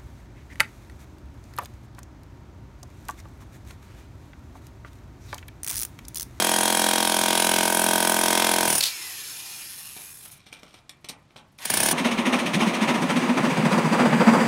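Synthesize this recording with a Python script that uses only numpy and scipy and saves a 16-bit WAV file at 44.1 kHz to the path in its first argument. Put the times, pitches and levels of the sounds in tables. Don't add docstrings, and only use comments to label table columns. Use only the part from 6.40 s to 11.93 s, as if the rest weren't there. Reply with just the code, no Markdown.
import sys
import numpy as np
from scipy import signal
from scipy.fft import rfft, irfft, next_fast_len
from scipy.io import wavfile
from scipy.ndimage import uniform_filter1d

SR = 44100
rng = np.random.default_rng(int(sys.argv[2]) if len(sys.argv) > 2 else 0)


def generate_wav(signal):
    frames = np.transpose(np.atleast_2d(signal))
    scaled = np.clip(frames, -1, 1) * 32767
    pcm = np.round(scaled).astype(np.int16)
    wavfile.write(sys.argv[1], SR, pcm)


N = 243873
TIME = np.arange(N) / SR

OFF_S, STOP_S, ON_S = 2.264, 3.985, 5.18
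LIFTED_S, CAUGHT_S = 2.395, 2.455
FIRST_BLOW_S, BLOW_PERIOD_S = 0.0237, 0.023243
# (frequency [Hz], level [dB])
CLINK_COLOUR = [(350, -61), (600, -11.5), (1960, -6), (2370, 2.5), (2650, -2), (3890, 1), (4710, -6.5),
                (5630, -3), (6920, -14.5), (9240, -7), (10500, -26), (13000, -17), (16000, -43)]


def amp(db):
    return 10 ** (np.asarray(db) / 20)


def unit(x):
    return x / np.sqrt(np.mean(x ** 2) + 1e-20)


def per_blow(x):
    return x * np.sqrt(BLOW_PERIOD_S * SR / (np.sum(x ** 2) + 1e-20))


def curves(rows, t):
    s, *columns = np.transpose(rows)
    return [np.interp(t, s, c) for c in columns]


def read(points, hz):
    f, value = np.transpose(points)
    return np.interp(np.log(hz + 1), np.log(f + 1), value)


def add(mix, s, sound):
    start = round(s * SR)
    sound = sound[max(-start, 0):]
    part = mix[max(start, 0):][:len(sound)]
    part += sound[:len(part)]


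def causal(gain, size=4096):
    log_gain = np.log(np.maximum(np.r_[gain, gain[-2:0:-1]], 1e-5))
    return np.fft.ifft(np.exp(np.conj(signal.hilbert(log_gain)))).real[:size]


def colour(x, points):
    size = next_fast_len(len(x) + 512)
    gain = amp(read(points, np.fft.rfftfreq(size, 1 / SR)))
    return irfft(rfft(x, size) * gain, size)[:len(x)]


def ring(modes, t, scatter):
    hz, db, t60 = np.transpose(modes)[:, :, None]
    turn, spread = rng.random(hz.shape), rng.standard_normal(hz.shape)
    envelope = amp(db + scatter * spread - 60 * t / t60)
    return (envelope * np.sin(2 * np.pi * (hz * t + turn))).sum(0)


def wander(rate):
    knots = np.arange(0, N / SR + 1, 1 / rate)
    return unit(np.interp(TIME, knots, rng.standard_normal(len(knots))))


def hammer(jolt_lead=0.0054, uneven_db=0.6, shake_db=-7, holder_hz=1750, holder_t60=0.055):
    # (frequency [Hz], relative width [Hz], level [dB])
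    slab_modes = [(172, 22, -9), (215, 36, -2), (310, 30, -9), (360, 60, -4), (516, 45, -6.5),
                  (645, 46, -.5), (790, 90, -5), (946, 50, -.5), (1030, 40, -9), (1170, 110, -12.5)]
    # (frequency [Hz], relative width [Hz], level [dB])
    housing_modes = [(1510, 45, -1), (1560, 50, -1), (1675, 55, 0)]
    # (frequency [Hz], level [dB], t60 [s])
    chisel_modes = [(8860, -10, .03), (9800, 3.5, 0.02), (8970, -23.5, 0.074), (9660, 26.5, 0.044),
                    (15020, -18.5, .05), (15570, -21, .04)]
    # (frequency [Hz], level [dB], t60 [s])
    free_chisel_modes = [(9200, -4.5, .035), (9600, -8, 0.21), (15000, -19, .08), (15570, -20.5, .06)]
    # (frequency [Hz], level [dB])
    crunch_colour = [(40, -30.5), (110, -17), (200, -5), (450, -7), (1300, -6), (1900, -5), (2200, 1),
                     (2900, -1.5), (3300, 4.5), (3750, -1.5), (4300, -5), (5500, -24.5), (7000, -8.5),
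                     (16000, -37.5)]
    # (frequency [Hz], level [dB])
    crack_colour = [(100, -10.5), (2500, -19.5), (4500, -4.5), (5500, 1.5), (6500, -2.5), (7200, -4.5),
                    (8500, 2.5), (10000, 2.5), (11800, -0.5), (13000, -3.5), (14000, -14), (14700, -0.5),
                    (15500, -9), (16000, -6.5)]
    # (frequency [Hz], level [dB])
    shake_colour = [(20, -43), (45, -23.5), (85, -9.5), (140, 5.5), (250, -2), (450, -15), (900, -8),
                    (2000, -19), (8000, -57)]

    slab = bend(thud(slab_modes, floor_db=-32, smear=.00002))
    housing = thud(housing_modes, floor_db=-30, smear=.0001)
    out = np.zeros(N)
    before = .004
    t = np.arange(len(slab)) / SR
    holder = per_blow(amp(-60 * t / holder_t60) * np.sin(2 * np.pi * holder_hz * t))
    contacts = rng.standard_normal((20, 2, len(t)))
    for s, low, mid, high, steel, rattle, clack, tilt in blows():
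        s += 1.2e-5 * rng.standard_normal()
        add(out, s - jolt_lead, amp(low) * strike(slab, housing))
        spot, share = divmod(abs(s) * 3, 1)
        impact = np.sqrt(1 - share) * contacts[int(spot)] + np.sqrt(share) * contacts[int(spot) + 1]
        crack = [(hz, db + tilt * np.log2(np.clip(hz, 5000, 11000))) for hz, db in crack_colour]
        # (level [dB], colour, likeness from blow to blow, decay [s])
        layers = (mid, crunch_colour, .76, .0046), (high, crack, .62, .0044)
        for pattern, (db, spectrum, same, decay) in zip(impact, layers):
            grit = same * pattern + np.sqrt(1 - same ** 2) * rng.standard_normal(len(t))
            snap = colour(grit * burst(t - before, decay, rattle), spectrum)
            add(out, s - before, amp(db + uneven_db * rng.standard_normal()) * per_blow(snap))
        if clack is None:
            add(out, s, amp(steel) * per_blow(ring(chisel_modes, t, scatter=2.5)))
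        else:
            held = np.exp(-np.maximum(s + t - LIFTED_S, 0) / 0.0017) if s < LIFTED_S else 1
            add(out, s, amp(steel) * held * per_blow(ring(free_chisel_modes, t, scatter=1.5)))
            add(out, s, amp(clack) * holder)
            shake = colour(rng.standard_normal(len(t)) * np.exp(-t / 0.039), shake_colour)
            add(out, s, amp(low + shake_db + rattle / 2) * per_blow(shake))
    return out


def blows(ring_uneven_db=3.0, loose_thud_db=-1):
    # (time [s], force [dB], hardness of the stone under the tip [-1 crumbly to 1 hard])
    work = [(0.02, 0.6, -0.3), (0.16, 0.75, 0.23), (0.49, 1, -0.45), (0.54, 0.5, -0.66), (0.81, 0.5, -0.21),
            (1.0, 0.9, -0.8), (1.05, 1.4, -0.13), (1.21, 0.8, -0.56), (1.3, 1, 1), (1.56, 2.5, 0.58),
            (1.58, 0.5, 0.64), (1.7, 3, 0.56), (1.74, 1, 0.57), (2.0, 1, -1.07), (2.26, 0.4, 0.3)]
    # (time [s], level [dB])
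    ring_level = [(0, -1), (.3, 5), (.55, -6), (.93, -5), (.99, 3.5), (1.15, -6), (1.26, 1), (1.76, -3.5),
                  (1.8, 6.5), (1.98, -7.5), (2.26, 1)]
    # (crunch [dB], crack [dB], ring [dB], chatter [dB re the blow], holder clack [dB])
    lifting = (-30, -24.5, -25.5, -12.5, -49.5)
    running_up = (-31.5, -24, -27, -15.5, -37)
    thud_db, crunch_db, crack_db, ring_db, chatter_db = -24, -30.5, -27.5, -34, -19
    hard_crunch_db, hard_ring_db, hard_tilt, tilt = -3.5, -1, 4, -1
    lift_db = -11
    slow_db_per_decade, full_blow_speed, weak_db_per_speed = 16, 0.53, 43
    weak_ring = 1.3

    for s in blow_times(0, OFF_S):
        force, hard = curves(work, s)
        steel = ring_db + curves(ring_level, s)[0] + force + hard_ring_db * hard
        steel += ring_uneven_db * rng.standard_normal()
        crunch = crunch_db + force + hard_crunch_db * hard
        yield s, thud_db + force, crunch, crack_db + force, steel, chatter_db, None, tilt + hard_tilt * hard
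    spans = (OFF_S, LIFTED_S, lift_db, lifting), (ON_S, TIME[-1], 0, running_up)
    for start, end, fade, (crunch, crack, steel, chatter, clack) in spans:
        for s in blow_times(start, end):
            speed = motor_speed(s)
            weight = fade * ((s - start) / (end - start)) ** 2
            weak = weak_db_per_speed * min(speed - full_blow_speed, 0)
            low = thud_db + loose_thud_db + weight + slow_db_per_decade * np.log10(speed)
            yield (s, low + weak, crunch + weight + weak, crack + weak, steel + weak_ring * weak,
                   chatter + weak, clack + 2 * weak, tilt)


def strike(slab, housing, slab_db=-3.5, housing_db=-10.0):
    lag, varied = round(.0027 * SR), .14
    t = np.arange(len(slab)) / SR
    settling = per_blow(rng.standard_normal(len(t)) * np.exp(-t / .008))
    contact = varied * settling / np.sqrt(BLOW_PERIOD_S * SR)
    contact[0] += 1
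    boom = amp(slab_db) * slab + amp(housing_db) * np.pad(housing, (lag, 0))[:len(t)]
    return signal.fftconvolve(boom, contact)[:len(t)]


def thud(modes, floor_db, smear):
    # (frequency [Hz], level [dB])
    body_slope = [(20, -26), (43, -8), (86, -8), (130, 2), (170, -2), (215, 0), (1700, 0), (1900, -5),
                  (3000, -6), (6000, -18), (16000, -45)]
    hz = np.fft.rfftfreq(8192, 1 / SR)
    power = sum(amp(2 * db) / (1 + ((hz - f) / (1.215 * width)) ** 2) ** 2.4 for f, width, db in modes)
    boom = causal(np.sqrt(power + amp(2 * floor_db)) * amp(read(body_slope, hz)))
    pole = np.exp(-1 / (smear * SR))
    return per_blow(signal.lfilter([-pole, 1], [1, -pole], boom))


def bend(x, travel=.004, edge=.0033, direct=.85):
    hz = np.fft.rfftfreq(2 * len(x), 1 / SR)
    echo = np.exp(-2j * np.pi * hz * edge)
    dispersion = np.exp(-4j * np.pi * travel * np.sqrt(1000 * hz))
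    way = dispersion * (direct + echo) / (1 + direct * echo)
    return irfft(rfft(x, 2 * len(x)) * way)[:len(x)]


def burst(t, decay, rattle_db, lead=0.0028, latch_db=-5.5, rise=0.00067):
    tick = amp(latch_db) * np.exp(-abs(t + lead) / .002) * (t > -lead)
    impact = np.exp(-abs(t) / decay) * np.clip(t / rise + .5, 0, 1)
    chatter = amp(rattle_db) * np.exp(-abs(t) / 0.033) * (t > 0)
    return np.sqrt(tick ** 2 + impact ** 2 + chatter ** 2)


def idle_blows():
    # (frequency [Hz], level [dB])
    catcher_colour = [(100, -29), (1000, -17), (2800, -6), (3500, -2), (4300, 3), (5200, -2), (5900, -5.5),
                      (9000, -9.5), (12000, -9), (14000, -15.5), (16000, -12)]
    # (delay [s], level [dB], chatter [dB re the hit])
    hits = (0, -22.5, -28), (.016, -23, 12)
    before = .004
    t, out = np.arange(4096) / SR, np.zeros(N)
    for s in blow_times(LIFTED_S, CAUGHT_S):
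        for delay, db, rattle in hits:
            clatter = rng.standard_normal(len(t)) * burst(t - before, 0.00183, rattle)
            add(out, s + delay - before, amp(db) * per_blow(colour(clatter, catcher_colour)))
    return out


def judder(db=-33.5, delay=.015, decay=0.015, size=4096):
    # (frequency [Hz], level [dB])
    drop_colour = [(40, -29), (120, 6.5), (1000, -7), (2800, -2), (16000, -29)]
    t, out = np.arange(size) / SR, np.zeros(N)
    for s in blow_times(5.29, 5.48):
        drop = colour(rng.standard_normal(size) * np.exp(-t / decay), drop_colour)
        add(out, s + delay, amp(db) * per_blow(drop))
    return out


def motor_speed(t):
    drag_share, drag_s = .23, .18
    run_up_s = .146
    coasting = np.maximum(t - OFF_S, 0)
    friction = np.maximum(1 - coasting / (STOP_S - OFF_S), 0)
    down = (1 - drag_share) * friction + drag_share * np.exp(-coasting / drag_s)
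    up = 1 - np.exp(-np.maximum(t - ON_S, 0) / run_up_s)
    return np.maximum(np.where(t < ON_S, down, up), 1e-5)


def crank():
    first_stroke = .694
    strokes = np.cumsum(motor_speed(TIME)) / SR / BLOW_PERIOD_S
    restart = strokes[round(ON_S * SR)] + first_stroke
    return strokes - np.where(TIME < ON_S, FIRST_BLOW_S / BLOW_PERIOD_S, restart)


def blow_times(start, end):
    times = TIME[:-1][np.diff(np.floor(crank())) > 0]
    return times[(times >= start) & (times < end)]


def motor(locked=0.37, flutter=0.22, squeeze_db=2.0, squeeze_lead=0.22, size=2048):
    # (multiple of the shaft rate, level [dB])
    tones = [(5, 0), (6, -13), (10, -9), (12, -8), (15, -10)]
    # (time [s], level [dB])
    whine_level = [(.42, -35), (.55, -49), (1.5, -38), (2.3, -39.5)]
    # (frequency [Hz], level [dB])
    whir_colour = [(100, -27.5), (350, 0.5), (600, -10), (900, -0.5), (1500, 0), (2300, -1.5), (3000, 3),
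                   (5300, 1.5), (7500, 0.5), (10400, -40), (16000, -83)]
    # (frequency [Hz], level [dB])
    brush_colour = [(200, -47.5), (5000, -19), (7000, -11.5), (8500, -8), (9600, -5.5), (11000, -3),
                    (12200, -2.5), (13500, -12.5), (15500, -15.5)]
    shaft_hz = 649.2
    whine_db_per_decade, whine_min_speed, whine_drop_db = 54, .52, 130
    whir_db, whir_db_per_decade, strain_db = -35.5, 19.5, 2
    brush_db, brush_best_speed, brush_db_per_decade, brush_powered_db = -39, 0.91, 8.5, -6

    speed = motor_speed(TIME)
    turns = np.cumsum(shaft_hz * (speed + .0006 * wander(12))) / SR
    whine = np.sqrt(2) * sum(amp(db + 2 * wander(60)) * np.sin(2 * np.pi * order * turns)
                             for order, db in tones)
    orders = np.r_[np.zeros(7), np.exp(2j * np.pi * rng.random(30))]
    surface = np.interp(turns % 1, np.linspace(0, 1, size), irfft(orders, size))
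    rub = locked * unit(surface) + np.sqrt(1 - locked ** 2) * rng.standard_normal(N)
    each_turn = flutter * (1 - speed) * np.sin(2 * np.pi * turns)
    pulse = 1 + each_turn + (0.067 + 0.15 * (1 - speed) ** 4) * wander(110)
    squeeze = squeeze_db * np.cos(2 * np.pi * (crank() + squeeze_lead)) * (TIME < LIFTED_S)
    load = strain_db * (1 - speed) * (TIME > ON_S) + squeeze
    whir = whir_db + whir_db_per_decade * np.log10(speed) + load
    off_best = (speed / brush_best_speed + brush_best_speed / speed) / 2
    hiss = brush_db - brush_db_per_decade * np.log10(off_best)
    hiss = hiss + brush_powered_db * ((TIME < OFF_S) | (TIME > ON_S))
    tone = curves(whine_level, TIME)[0] + whine_db_per_decade * np.log10(speed)
    tone = tone - whine_drop_db * np.maximum(whine_min_speed - speed, 0)
    gears = amp(whir) * unit(case(colour(rub, whir_colour)))
    waver_db = 4 * np.exp(-speed / 0.053) * wander(70)
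    brushes = amp(hiss + waver_db) * unit(case(colour(rng.standard_normal(N), brush_colour)))
    return (gears + brushes) * pulse + amp(tone) * whine


def case(x, patchy_db=2.6):
    # (frequency [Hz], width [Hz], boost [dB])
    resonances = [(1140, 300, 0), (1870, 270, 4), (2430, 150, 10), (2710, 280, 4.5), (3600, 260, 3.5),
                  (4200, 240, 5.5), (4830, 200, 6.5), (5350, 150, 10.5), (6120, 110, 7), (6630, 200, 7),
                  (9500, 270, 4), (10340, 200, 5), (10400, 270, 0), (11700, 250, -3)]
    hz, _, z = signal.stft(x, SR, nperseg=1024, noverlap=768)
    patches = uniform_filter1d(rng.standard_normal(z.shape), size=4, axis=0)
    patches = unit(uniform_filter1d(patches, size=22, axis=1))
    peaks = sum(db / (1 + (2 * (hz - f) / width) ** 2) for f, width, db in resonances)
    z = z * amp(peaks[:, None] + patchy_db * patches)
    return signal.istft(z, SR, nperseg=1024, noverlap=768)[1][:N]


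def growl(db=-36.0, size=1024):
    # (frequency [Hz], level [dB])
    growl_colour = [(100, -32), (400, -12), (700, -2.5), (1000, -1.5), (1330, -11), (1550, -1.5),
                    (2000, 0.5), (3300, -7), (4000, -11.5), (10000, -5.5), (16000, -15)]
    stroke = crank() % 1
    first, second = (np.interp(stroke, np.arange(size) / size, row) for row in rng.standard_normal((2, size)))
    load = np.clip((LIFTED_S - TIME) / 0.11, 0, 1) + motor_speed(TIME) * (TIME > ON_S)
    grind = np.cos(2 * TIME) * first + np.sin(2 * TIME) * second
    return amp(db) * load * unit(colour(grind, growl_colour))


def knocks(grain=0.74, spot_db=-0.8, size=16384):
    # (time [s], clink [dB], dull knock [dB], ring [dB], scrape decay [s], brightness [dB per octave])
    contacts = [(3.565, -47, -50, -63, 0.013, -3), (3.855, -53, -65, -70, 0.0061, -5.5),
                (4.064, -62, -59.5, -60, 0.0081, 2), (4.126, -44.5, -52.5, -49, 0.0065, 0),
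                (4.231, -51.5, -52, -68, 0.0048, 1), (4.34, -54.5, -55.5, -66, 0.0046, -0.5),
                (4.494, -44.5, -68, -53, 0.0031, -1.5), (4.644, -46.5, -51, -60, 0.0056, 0),
                (4.687, -37.5, -57, -61, .007, 4), (4.697, -42, -46.5, -56, 0.0061, 5.5),
                (4.905, -63, -64, -84, .004, -7), (4.96, -48, -49, -76, 0.018, -1),
                (5.186, -49.5, -64, -67, 0.0033, 0)]
    # (frequency [Hz], level [dB], t60 [s])
    loose_modes = [(1308, -20, .12), (2280, -8, .12), (2368, 2, .17), (2440, -8, .1), (3025, -9, .1),
                   (3640, -9, .07), (4220, -4, .18), (5265, -11, .08), (5658, -14, .1), (8900, -3, .11),
                   (9400, -9, .08), (10400, -11, .12), (11500, -13, .1), (12700, -12, .12)]
    # (frequency [Hz], level [dB])
    knock_colour = [(20, -45), (45, -28), (120, -4), (230, 0), (450, -4), (900, -7), (2000, -20),
                    (8000, -50)]
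    bounce_s, bounce_clink_db, bounce_knock_db = 0.018, -17.5, -12

    t, out = np.arange(size) / SR, np.zeros(N)
    for s, clink_db, knock_db, ring_db, length, bright in contacts:
        bounce = s + bounce_s, knock_db + bounce_clink_db, knock_db + bounce_knock_db
        for at, clink, knock in (s, clink_db, knock_db), bounce:
            grit, bump, clumps = rng.standard_normal((3, size))
            fade = np.exp(grain * unit(uniform_filter1d(clumps, 40)) - t / length)
            scrape = grit * fade * np.minimum(t / 0.0035 + 0.1, 1)
            spot = [(hz, db + bright * np.log2(hz / 3000) + spot_db * rng.standard_normal())
                    for hz, db in CLINK_COLOUR]
            add(out, at, amp(clink) * per_blow(colour(scrape, spot)))
            add(out, at, amp(knock) * per_blow(colour(bump * np.exp(-t / 0.0067), knock_colour)))
        modes = [(hz, db - 5 * np.log2(np.minimum(hz, 9000) / 4000) * np.log2(length / .006), t60)
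                 for hz, db, t60 in loose_modes]
        add(out, s, amp(ring_db) * per_blow(ring(modes, t, scatter=1.7)))
    return out


def drag(grains_per_s=480, grain_s=0.0043, size=1024):
    # (start [s], end [s], level [dB])
    start, end, db = (3.8, 4.39, -58.5)
    span = (TIME > start) & (TIME < end)
    grains = rng.exponential(1, N) * (rng.random(N) < grains_per_s / SR) * span
    level = signal.lfilter(np.exp(-np.arange(size) / (grain_s * SR)), 1, grains)
    grinding = unit(colour(level * rng.standard_normal(N), CLINK_COLOUR))
    return amp(db) * np.sqrt(span.mean()) * grinding


def porch(x, size=24000):
    # (frequency [Hz], t60 [s])
    decay = [(100, 0.11), (1000, 0.47), (4000, 0.12), (9000, 0.12), (16000, 0.042)]
    taps = rng.standard_normal(size) * (rng.random(size) < .08) * (np.arange(size) > .006 * SR)
    hz, t, z = signal.stft(taps, SR, nperseg=256)
    tail = signal.istft(z * amp(-60 * t / read(decay, hz)[:, None]), SR, nperseg=256)[1]
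    return signal.fftconvolve(x, tail / np.linalg.norm(tail))[:N]


def yard(db=-59.5):
    # (frequency [Hz], level [dB])
    yard_colour = [(15, -49.5), (25, -12), (139, 0.5), (191, -5), (237, -8.5), (309, -10), (462, -17),
                   (673, -15.5), (1390, -20.5), (3630, -25), (8780, -35), (10000, -46), (15000, -67.5)]
    return amp(db) * unit(colour(rng.standard_normal(N), yard_colour))


def scene(hammer_wet_db=-17, knock_wet_db=-8, motor_wet_db=-14):
    pounding = hammer() + idle_blows() + judder()
    running = motor() + growl()
    taps = knocks() + drag()
    echo = porch(amp(hammer_wet_db) * pounding + amp(knock_wet_db) * taps + amp(motor_wet_db) * running)
    return (pounding + taps + running + echo + yard())[None]


def record(dry, ceiling=.55, edge_hz=15850):
    rounded = dry / (1 + (dry / ceiling) ** 4) ** (1 / 4)
    low_pass = signal.firwin(511, edge_hz, window=("kaiser", 9), fs=SR)
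    return signal.oaconvolve(rounded, low_pass[None], "same")


dry = scene()
out = record(dry)
generate_wav(out)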